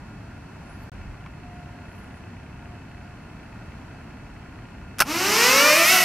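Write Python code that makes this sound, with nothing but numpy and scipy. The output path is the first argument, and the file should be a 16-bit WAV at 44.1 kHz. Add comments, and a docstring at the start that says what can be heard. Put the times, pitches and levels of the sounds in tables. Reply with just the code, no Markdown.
"""A low distant rumble, open air, an idling engine and the faint whine of a small waiting quadcopter; then
chirps, a puff of wind and light knocks. A faint tap, hinged blades clack open, and four rotors kick and run up.
Rumble, air and engine are shaped noise, the whine and chirps are sines, struck parts are decaying modes. Each
two-bladed rotor is a series of shaft harmonics whose passing blades chop a rush of noise; buzz and rush level
off as the drone lifts away to the right."""
import sys
import numpy as np
from scipy import signal
from scipy.fft import rfft, irfft, next_fast_len
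from scipy.io import wavfile
from scipy.ndimage import uniform_filter1d

SR = 44100
rng = np.random.default_rng(int(sys.argv[2]) if len(sys.argv) > 2 else 0)


def waveform_to_disk(signal):
    """Save audio, clipped to [-1, 1], as 16-bit WAV at the path in sys.argv[1]."""
    frames = np.transpose(np.atleast_2d(signal))
    scaled = np.clip(frames, -1, 1) * 32767
    samples = np.round(scaled).astype(np.int16)
    wavfile.write(sys.argv[1], SR, samples)


N = 266364
TIME = np.arange(N) / SR
FFT_SIZE = next_fast_len(N)


def from_db(db):
    """Level law: twenty decibels are a factor of ten in amplitude."""
    return 10 ** (np.asarray(db) / 20)


def rms_one(x):
    """Normalization: scale to an rms of 1."""
    return x / np.sqrt(np.mean(x ** 2) + 1e-20)


def at_hz(points, hz):
    """Spectral envelope: interpolate linearly over log frequency."""
    point_hz, value = np.transpose(points)
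    return np.interp(np.log(hz + 1e-3), np.log(point_hz), value)


def ramp(start, length, t=TIME):
    """Linear transition: rise evenly from 0 to 1, then stay."""
    return np.clip((t - start) / length, 0, 1)


def swell(start, length, edge):
    """Trapezoidal envelope: rise to 1, hold, fall back to 0."""
    return ramp(start, edge) - ramp(start + length - edge, edge)


def drift(rate_hz, size=N):
    """Slow random modulation: white noise through two equal lowpass poles at rate_hz, scaled to rms 1."""
    step = 40  # samples between the computed points
    pole = np.exp(-2 * np.pi * step * rate_hz / SR)
    white = rng.standard_normal(size // step + 2002)
    slow = signal.lfilter([1], [1, -2 * pole, pole * pole], white)[2000:]  # skip the filter's onset
    return np.interp(np.arange(size) / step, np.arange(len(slow)), rms_one(slow))


def noise(spectrum, width):
    """Filtered mid-side noise: the middle has rms 1, and steep skirts close off the spectrum."""
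    hz = np.arange(FFT_SIZE // 2 + 1) * SR / FFT_SIZE
    high_skirt = 1 / (1 + (hz / spectrum[-1][0]) ** 8)
    low_skirt = 1 / (1 + (spectrum[0][0] / (hz + 1)) ** 4)
    shape = from_db(at_hz(spectrum, hz)) * high_skirt * low_skirt
    mid_bins, side_bins = rfft(rng.standard_normal((2, FFT_SIZE))) * shape
    side_bins = side_bins * from_db(at_hz(width, hz))
    mid, side = irfft(np.array([mid_bins, side_bins]), FFT_SIZE)[:, :N]
    return np.array([mid + side, mid - side]) / np.std(mid)


def tone(hz):
    """Frequency modulation: integrate a pitch curve into the phase of a sine of rms 1."""
    return np.sqrt(2) * np.sin(2 * np.pi * (np.cumsum(hz, axis=-1) / SR + rng.random()))


def bursts(times, levels_db, t60):
    """Exponential decay: jump at each time and fall 60 dB in t60 seconds."""
    clicks = np.zeros(N)
    clicks[np.round(np.asarray(times) * SR).astype(int)] = from_db(levels_db)
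    return signal.lfilter([1], [1, -from_db(-60 / (t60 * SR))], clicks + 1e-18)


def ring(clicks, hz, t60):
    """Damped resonance: a two-pole filter that a unit click sets ringing as a decaying sine."""
    radius, angle = from_db(-60 / (t60 * SR)), 2 * np.pi * hz / SR
    poles = [1, -2 * radius * np.cos(angle), radius * radius]
    return signal.lfilter([0, np.sin(angle)], poles, clicks + 1e-18)


def strike(times, levels_db, modes):
    """Modal excitation: every blow rings every mode, with a random polarity."""
    at, out = np.round(times * SR).astype(int), np.zeros(N)
    for hz, mode_db, t60 in modes:
        clicks = np.zeros(N)
        clicks[at] = from_db(levels_db + mode_db) * rng.choice([-1, 1], len(at))
        out += ring(clicks, hz, t60)
    return out


# distant rumble and open air: frequency_hz, relative_db
RUMBLE_SPECTRUM = [(12, -38), (20, -12), (49, -0.5), (103, 1), (274, -6), (347, -12.5), (450, -24),
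                   (580, -68), (990, -120)]
AIR_SPECTRUM = [(220, -25), (380, -2), (522, -5), (705, -0.5), (772, -3), (940, -1.5), (1200, -7),
                (1460, -3.5), (1740, -6.5), (2660, -12.5), (3550, -25), (4380, -23.5), (5410, -26),
                (12400, -35.5), (14000, -36)]
# puff of wind: frequency_hz, relative_db
PUFF_SPECTRUM = [(20, -1), (50, 2), (110, -11), (250, -19)]
# stereo width of the surroundings: frequency_hz, side_over_mid_db
PARK_WIDTH = [(60, -39), (120, -31), (200, -18.5), (450, -3), (700, -9.5), (2400, -9), (3300, 2),
              (13000, 2.5)]
RUMBLE_DB, AIR_DB = -41.4, -49.5
KICK_S, LIFT_OFF_S, LEVEL_OFF_S = 5.02, 5.68, 5.93  # stages of the flight
PARK_SINK_DB = 6.5  # rumble and air sink by this much between kick and lift-off
PUFF_START_S, PUFF_LENGTH_S, PUFF_EDGE_S, PUFF_DB = .9, .26, .04, -41


def park(air_sway_db=.5):
    """Broadband ambience: stationary rumble and gently swaying air, with one low-frequency puff of wind."""
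    rumble = from_db(RUMBLE_DB) * noise(RUMBLE_SPECTRUM, PARK_WIDTH)
    air = from_db(AIR_DB + air_sway_db * drift(1.0)) * noise(AIR_SPECTRUM, PARK_WIDTH)
    sink = from_db(-PARK_SINK_DB * ramp(KICK_S, LIFT_OFF_S - KICK_S))
    puff = swell(PUFF_START_S, PUFF_LENGTH_S, PUFF_EDGE_S) * noise(PUFF_SPECTRUM, [(20, -22), (250, -7)])
    return (rumble + air) * sink + from_db(PUFF_DB) * puff


# clatter of the idling engine: frequency_hz, relative_db
CLATTER_SPECTRUM = [(500, -7), (1000, -3.5), (2000, 4), (2900, -0.5), (3400, -11), (6000, -22)]
FIRST_FIRING_S, FIRING_HZ = .016, 31.05
DROPOUT_START_S, DROPOUT_END_S = .897, .918
ENGINE_EARLY_DB, ENGINE_DB = -59, -47.5  # mean burst level until and after the dropout ends


def far_engine(knock_t60=0.023, uneven_db=1.0):
    """Periodic excitation: each firing gives a decaying noise burst, its treble lost over distance."""
    firings = np.arange(FIRST_FIRING_S, TIME[-1], 1 / FIRING_HZ)
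    levels_db = np.where(firings > DROPOUT_END_S, ENGINE_DB, ENGINE_EARLY_DB)
    levels_db = levels_db + rng.normal(0, uneven_db, len(firings))
    clatter = bursts(firings, levels_db, knock_t60) * noise(CLATTER_SPECTRUM, PARK_WIDTH)
    distance = signal.butter(4, 3300, fs=SR, output="sos")
    return signal.sosfilt(distance, clatter)


# overtones of the idle whine: mean pitch_hz, level_db (rms before flutter)
WHINE_OVERTONES = [(1416, -61.5), (2595, -65), (4242, -76.5), (4479, -80.5), (5658, -86)]
# swells of the lowest note: start_s, length_s, rise_db
WHINE_SWELLS = [(1.40, 0.45, 13.5), (2.52, 0.28, 9), (2.96, 0.21, 12.5), (3.84, .16, 8)]
HUM_HZ, HUM_DB, HUM_SWELL_S = 710, -67.5, 0.044  # mean pitch, resting level, rise and fall of a swell


def idle_whine(hum_flutter_db=2.5, waver=0.00371, flutter_db=2.0):
    """Common frequency modulation: one wavering speed moves the low note and its thin overtones together."""
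    speed = 1 + waver * drift(23.7) + 0.001042 * drift(1.44)
    swells_db = sum(rise_db * swell(start, length, HUM_SWELL_S) for start, length, rise_db in WHINE_SWELLS)
    whine = from_db(HUM_DB + swells_db + hum_flutter_db * drift(4.8)) * tone(HUM_HZ * speed)
    for hz, level_db in WHINE_OVERTONES:
        whine += from_db(level_db + flutter_db * drift(6.8)) * tone(hz * speed)
    return whine


# thin bird chirps: start_s, length_s, start pitch_hz, end pitch_hz, relative level_db
CHIRPS = [(.62, 0.21, 10500, 10600, -70.5), (.73, .04, 4900, 4600, -71), (.74, 0.17, 12600, 11900, -73),
          (.76, .14, 11400, 10700, -73), (.76, .14, 14400, 13900, -77), (.815, 0.038, 4900, 4300, -70),
          (1.838, .3, 10800, 10800, -72), (1.9, 0.12, 12200, 11900, -74), (2.1, .12, 11200, 10000, -75),
          (3.018, 0.068, 4600, 4800, -68), (3.9, .09, 4480, 4880, -69)]


def birds(waver=.02, level_db=-1.5, rough_db=3.5):
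    """Gliding sines: each distant chirp sweeps its pitch under a half-sine envelope, shaken at random."""
    out = np.zeros(N)
    unsteady, flicker_db = 1 + waver * drift(70), rough_db * drift(60)
    for start, length, from_hz, to_hz, chirp_db in CHIRPS:
        on = (TIME > start) & (TIME < start + length)
        along = (TIME[on] - start) / length
        pitch = (from_hz + (to_hz - from_hz) * along) * unsteady[on]
        gain = from_db(chirp_db + level_db + flicker_db[on])
        out[on] += gain * np.sin(np.pi * along) * tone(pitch)
    return out


# faint handling knocks: start_s, relative level_db
HANDLING_KNOCKS = [(0.953, -45), (1.017, -43), (1.262, -31)]
# their ringing: pitch_hz, relative level_db, t60_s
KNOCK_MODES = [(1090, -6.5, 0.047), (2276, -4, 0.029), (2880, -17, 0.018)]
# their dry click: frequency_hz, relative_db
KNOCK_SPECTRUM = [(700, -6), (1200, 0), (2500, -2), (3500, -16), (7000, -28)]
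# stereo width of the drone: frequency_hz, side_over_mid_db
DRONE_WIDTH = [(100, -35), (400, -29), (700, -38), (1300, -57), (2400, -34), (3500, -34), (4600, -16),
               (8000, -8), (13000, -4.5)]


def knocks(ring_db=-3, click_db=-10, click_t60=.03):
    """Impact: each handling knock gives a dry noise click and a short modal ring."""
    times, levels_db = np.transpose(HANDLING_KNOCKS)
    click = bursts(times, levels_db + click_db, click_t60) * noise(KNOCK_SPECTRUM, DRONE_WIDTH)
    return click + strike(times, levels_db + ring_db, KNOCK_MODES)


# a faint first tap as the blades start swinging, then blades hitting their hinge stops: start_s, relative ring
# # level_db, relative crack level_db
HINGE_SOUNDS = [(4.985, -36, -27), (4.9924, -19.5, -23), (5.0031, -11.5, -6), (5.0068, -9, -18),
                (5.0123, -8, -17), (5.0200, -5.5, -17)]
# resonances of blades and arms: pitch_hz, relative level_db, t60_s
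BLADE_RESONANCES = [(570, -16.5, 0.039), (834, -12.5, 0.073), (1050, -5.5, .02), (1280, -11, 0.032),
                    (1383, -3, 0.048), (1500, -2.5, 0.027), (1830, -16, 0.013), (2350, -8, 0.022),
                    (2740, -13, 0.018), (3740, -20, .02), (4470, -16, 0.025), (5360, -21, 0.019),
                    (6300, -15, 0.027)]
# crack against the stop: frequency_hz, relative_db
CRACK_SPECTRUM = [(180, -51), (300, -40), (1430, -2), (1800, -9), (2630, -5), (3270, -12), (3990, -18),
                  (5380, -6.5), (6780, -20), (10800, -12.5), (11500, -14), (14300, -14), (15800, -30)]


def unfolding(ring_db=-5.0, crack_db=-3, crack_t60=0.029, snap_db=-5, snap_t60=.005, tail_db=-30, tail_t60=0.12):
    """Impact and resonance: a bright snap, a crack, ringing plastic and a faint outdoor tail."""
    times, rings_db, cracks_db = np.transpose(HINGE_SOUNDS)
    snap_noise = noise([(2500, -5), (6000, 0), (15000, 0)], DRONE_WIDTH)
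    snap = bursts(times, cracks_db + snap_db, snap_t60) * snap_noise
    crack = bursts(times, cracks_db + crack_db, crack_t60)
    tail = bursts(times, cracks_db + tail_db, tail_t60)
    ringing = strike(times, rings_db + ring_db, BLADE_RESONANCES)
    return ringing + snap + (crack + tail) * noise(CRACK_SPECTRUM, DRONE_WIDTH)


# throttle pushes in the air: rotor number, start_s, length_s, rise_hz (before easing)
THROTTLE_PUSHES = [(1, 5.755, .175, 154), (2, 5.68, .11, 120), (2, 5.82, .11, 74), (3, 5.68, .11, 114),
                   (3, 5.82, .11, 66), (4, 5.68, .17, 112), (4, 5.85, .065, 100)]
# the four rotors: blade-pass pitch_hz at the kick (before motor lag), run-up_hz_per_s, relative level_db,
# change aloft_db, blade imbalance_db
ROTOR_SETTINGS = [(271.9, 504, 1.5, -8.5, -15.5), (265.2, 435, -1, -2.5, -11.5), (200.3, 437, 0, -5, -18),
                  (182, 445, -2, -2, -20)]
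SPIN_UP_S = .022  # lag of the motors behind the throttle
EASE_SHARE, EASE_S = .032, .035  # levelling off: share of speed lost, and its lag


def rotor_speeds(t):
    """First-order motor lag: a kick, an even run-up to lift-off, separate pushes and a slight easing."""
    caught_up = 1 - np.exp(-(t - KICK_S) / SPIN_UP_S)
    eased = 1 - EASE_SHARE * (1 - np.exp(-np.maximum(t - LEVEL_OFF_S, 0) / EASE_S))
    run_up_s = np.minimum(t, LIFT_OFF_S) - KICK_S
    speeds = np.array([start_hz + hz_per_s * run_up_s for start_hz, hz_per_s, *_ in ROTOR_SETTINGS])
    for number, start, length, rise_hz in THROTTLE_PUSHES:
        speeds[round(number) - 1] += rise_hz * ramp(start, length, t)
    return speeds * caught_up * eased


# how well the drone radiates its buzz: frequency_hz, relative_db
BUZZ_RADIATION = [(150, -6), (300, -1.5), (450, -6.5), (600, -4), (740, -7), (880, -2), (1320, 0),
                  (1600, -5), (1850, -.5), (2250, 1.5), (2700, 1), (3400, -7.5), (5400, 0), (8000, -10),
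                  (14000, -13)]


def rotor(blade_hz, harmonics, imbalance_db, flutter_db, flutter_rate, jitter, wander=0.27, count=28):
    """Fourier series of a turning rotor, and its blade angle; odd shaft orders come from unequal blades."""
    size = len(blade_hz)
    blade_hz = blade_hz * (1 + jitter * drift(52.5, size))
    shaft = np.pi * np.cumsum(blade_hz) / SR  # two blades: half the blade-pass rate
    out = np.zeros((2, size))
    for order in range(1, count + 1):
        hz = order * blade_hz / 2
        # turbulent inflow shakes level and phase, the blade-pass tone least
        shaken = .4 if order == 2 else 1
        flutter = shaken * flutter_db * drift(flutter_rate, size)
        level_db = at_hz(harmonics, order / 2) + at_hz(BUZZ_RADIATION, hz)
        gain = from_db(level_db + imbalance_db * (order % 2) + flutter)
        phase = order * shaft + 2 * np.pi * rng.random() + shaken * wander * drift(46, size)
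        side = from_db(at_hz(DRONE_WIDTH, hz)) * np.cos(phase) * rng.choice([-1, 1])
        out += np.sqrt(2) * gain * (np.sin(phase) + np.array([side, -side]))
    return out, 2 * shaft


# blade harmonics: multiple of the blade-pass rate, relative level_db of rotors 1, 2, 3 and 4
BLADE_HARMONICS = [(1, -25, -25.5, -28.5, -34), (2, -30.5, -33, -31, -34), (3, -31.5, -34.5, -27, -33),
                   (4, -30, -40, -31, -31.5), (5, -33, -38, -30.5, -42), (6, -33.5, -48, -39, -50),
                   (9, -39.5, -40.5, -42, -45), (20, -42, -49, -43, -45)]
# colour of the rush, in three bands: frequency_hz, relative_db
MIDDLE_SPECTRUM = [(90, -14), (200, -2), (450, -11.5), (800, -5.5), (1400, -1), (2000, -2.5), (2800, 2),
                   (3400, -7.5), (4500, -30.5)]
TREBLE_SPECTRUM = [(1880, -29), (3200, -19), (3580, -5), (5350, 1), (5920, 0), (6850, -5.5), (9000, -13),
                   (11700, -36), (19800, -120)]
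TOP_SPECTRUM = [(5180, -16), (8800, -2), (10300, -4), (11600, 1), (12400, 2), (13500, -1), (15800, -9)]
# middle, treble and top: level_db at the reference rate, growth_db per decade of speed,
# loss_db clear of the bench
RUSH_BANDS = [(-17.5, 61, 15), (-16.5, 64.5, 15.5), (-24, 61, 9)]
REFERENCE_HZ, BUZZ_DB_PER_DECADE = 500, 42.5  # buzz grows with blade-pass rate
TILT_S, FLOW_BUILD_S = 0.22, 0.081  # time to the flying attitude; time for the airflow to build up
UNLOAD_S, UNLOAD_LENGTH_S = 5.446, .37  # the downwash beats less and less on the slats
AWAY_DB_PER_S = 24  # fading after levelling off, as the drone drifts away
VEER_S, VEER_DB_PER_S = 5.81, 2.5  # veering right: the right side gains, the left loses


def propellers(chop=0.34):
    """Blade-pass tones and amplitude-modulated flow noise: four rotors chop the air, louder with speed."""
    running = TIME > KICK_S
    t = TIME[running]
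    speeds, aloft = rotor_speeds(t), ramp(LIFT_OFF_S, TILT_S, t)
    buzz, chop_power, rush = np.zeros((2, N)), np.zeros(N), np.zeros((2, N))
    multiples, *timbres = np.transpose(BLADE_HARMONICS)
    for blade_hz, settings, timbre in zip(speeds, ROTOR_SETTINGS, timbres):
        _, _, level_db, aloft_db, imbalance_db = settings
        growth_db = BUZZ_DB_PER_DECADE * np.log10(blade_hz / REFERENCE_HZ)
        thrust = from_db(level_db + growth_db + aloft_db * aloft)
        lines, angle = rotor(blade_hz, list(zip(multiples, timbre)), imbalance_db,
                             flutter_db=2.5, flutter_rate=12.6, jitter=.0025)
        buzz[:, running] += thrust * lines
        # one puff per blade, one blade stronger than the other
        blade_puffs = np.exp(2 * chop * (np.cos(angle) + 0.24 * np.cos(angle / 2)))
        chop_power[running] += thrust ** 2 * blade_puffs
    # dividing by the running mean power leaves only the fast pulsing
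    mean_power = np.abs(uniform_filter1d(chop_power, size=1500))
    pulsing = np.sqrt(chop_power / (mean_power + 1e-9))
    decades = np.log10(speeds.mean(axis=0) / REFERENCE_HZ)
    clear = ramp(UNLOAD_S, UNLOAD_LENGTH_S, t)
    spectra = (MIDDLE_SPECTRUM, TREBLE_SPECTRUM, TOP_SPECTRUM)
    for (level_db, growth_db, loss_db), spectrum in zip(RUSH_BANDS, spectra):
        gain = from_db(level_db + growth_db * decades - loss_db * clear)
        rush[:, running] += gain * noise(spectrum, DRONE_WIDTH)[:, running]
    away_db = -AWAY_DB_PER_S * np.maximum(TIME - LEVEL_OFF_S, 0)
    pan_db = VEER_DB_PER_S * np.maximum(TIME - VEER_S, 0) * np.array([[-1], [1]])
    return (buzz + pulsing * rush) * ramp(KICK_S, FLOW_BUILD_S) * from_db(away_db + pan_db)


def scene():
    """Superposition: the park all around and the drone close by add linearly."""
    return park() + far_engine() + idle_whine() + birds() + knocks() + unfolding() + propellers()


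CUTOFF_HZ = 15700


def record(dry):
    """Gating, clipping and band-limiting: a brief silence, flattened peaks and a steep lowpass."""
    live = (TIME < DROPOUT_START_S) | (TIME > DROPOUT_END_S)
    clipped = np.clip(dry * live, -.9, .9)
    lowpass = signal.ellip(12, .1, 90, CUTOFF_HZ, fs=SR, output="sos")
    return signal.sosfilt(lowpass, clipped)


dry = scene()
out = record(dry)
waveform_to_disk(out)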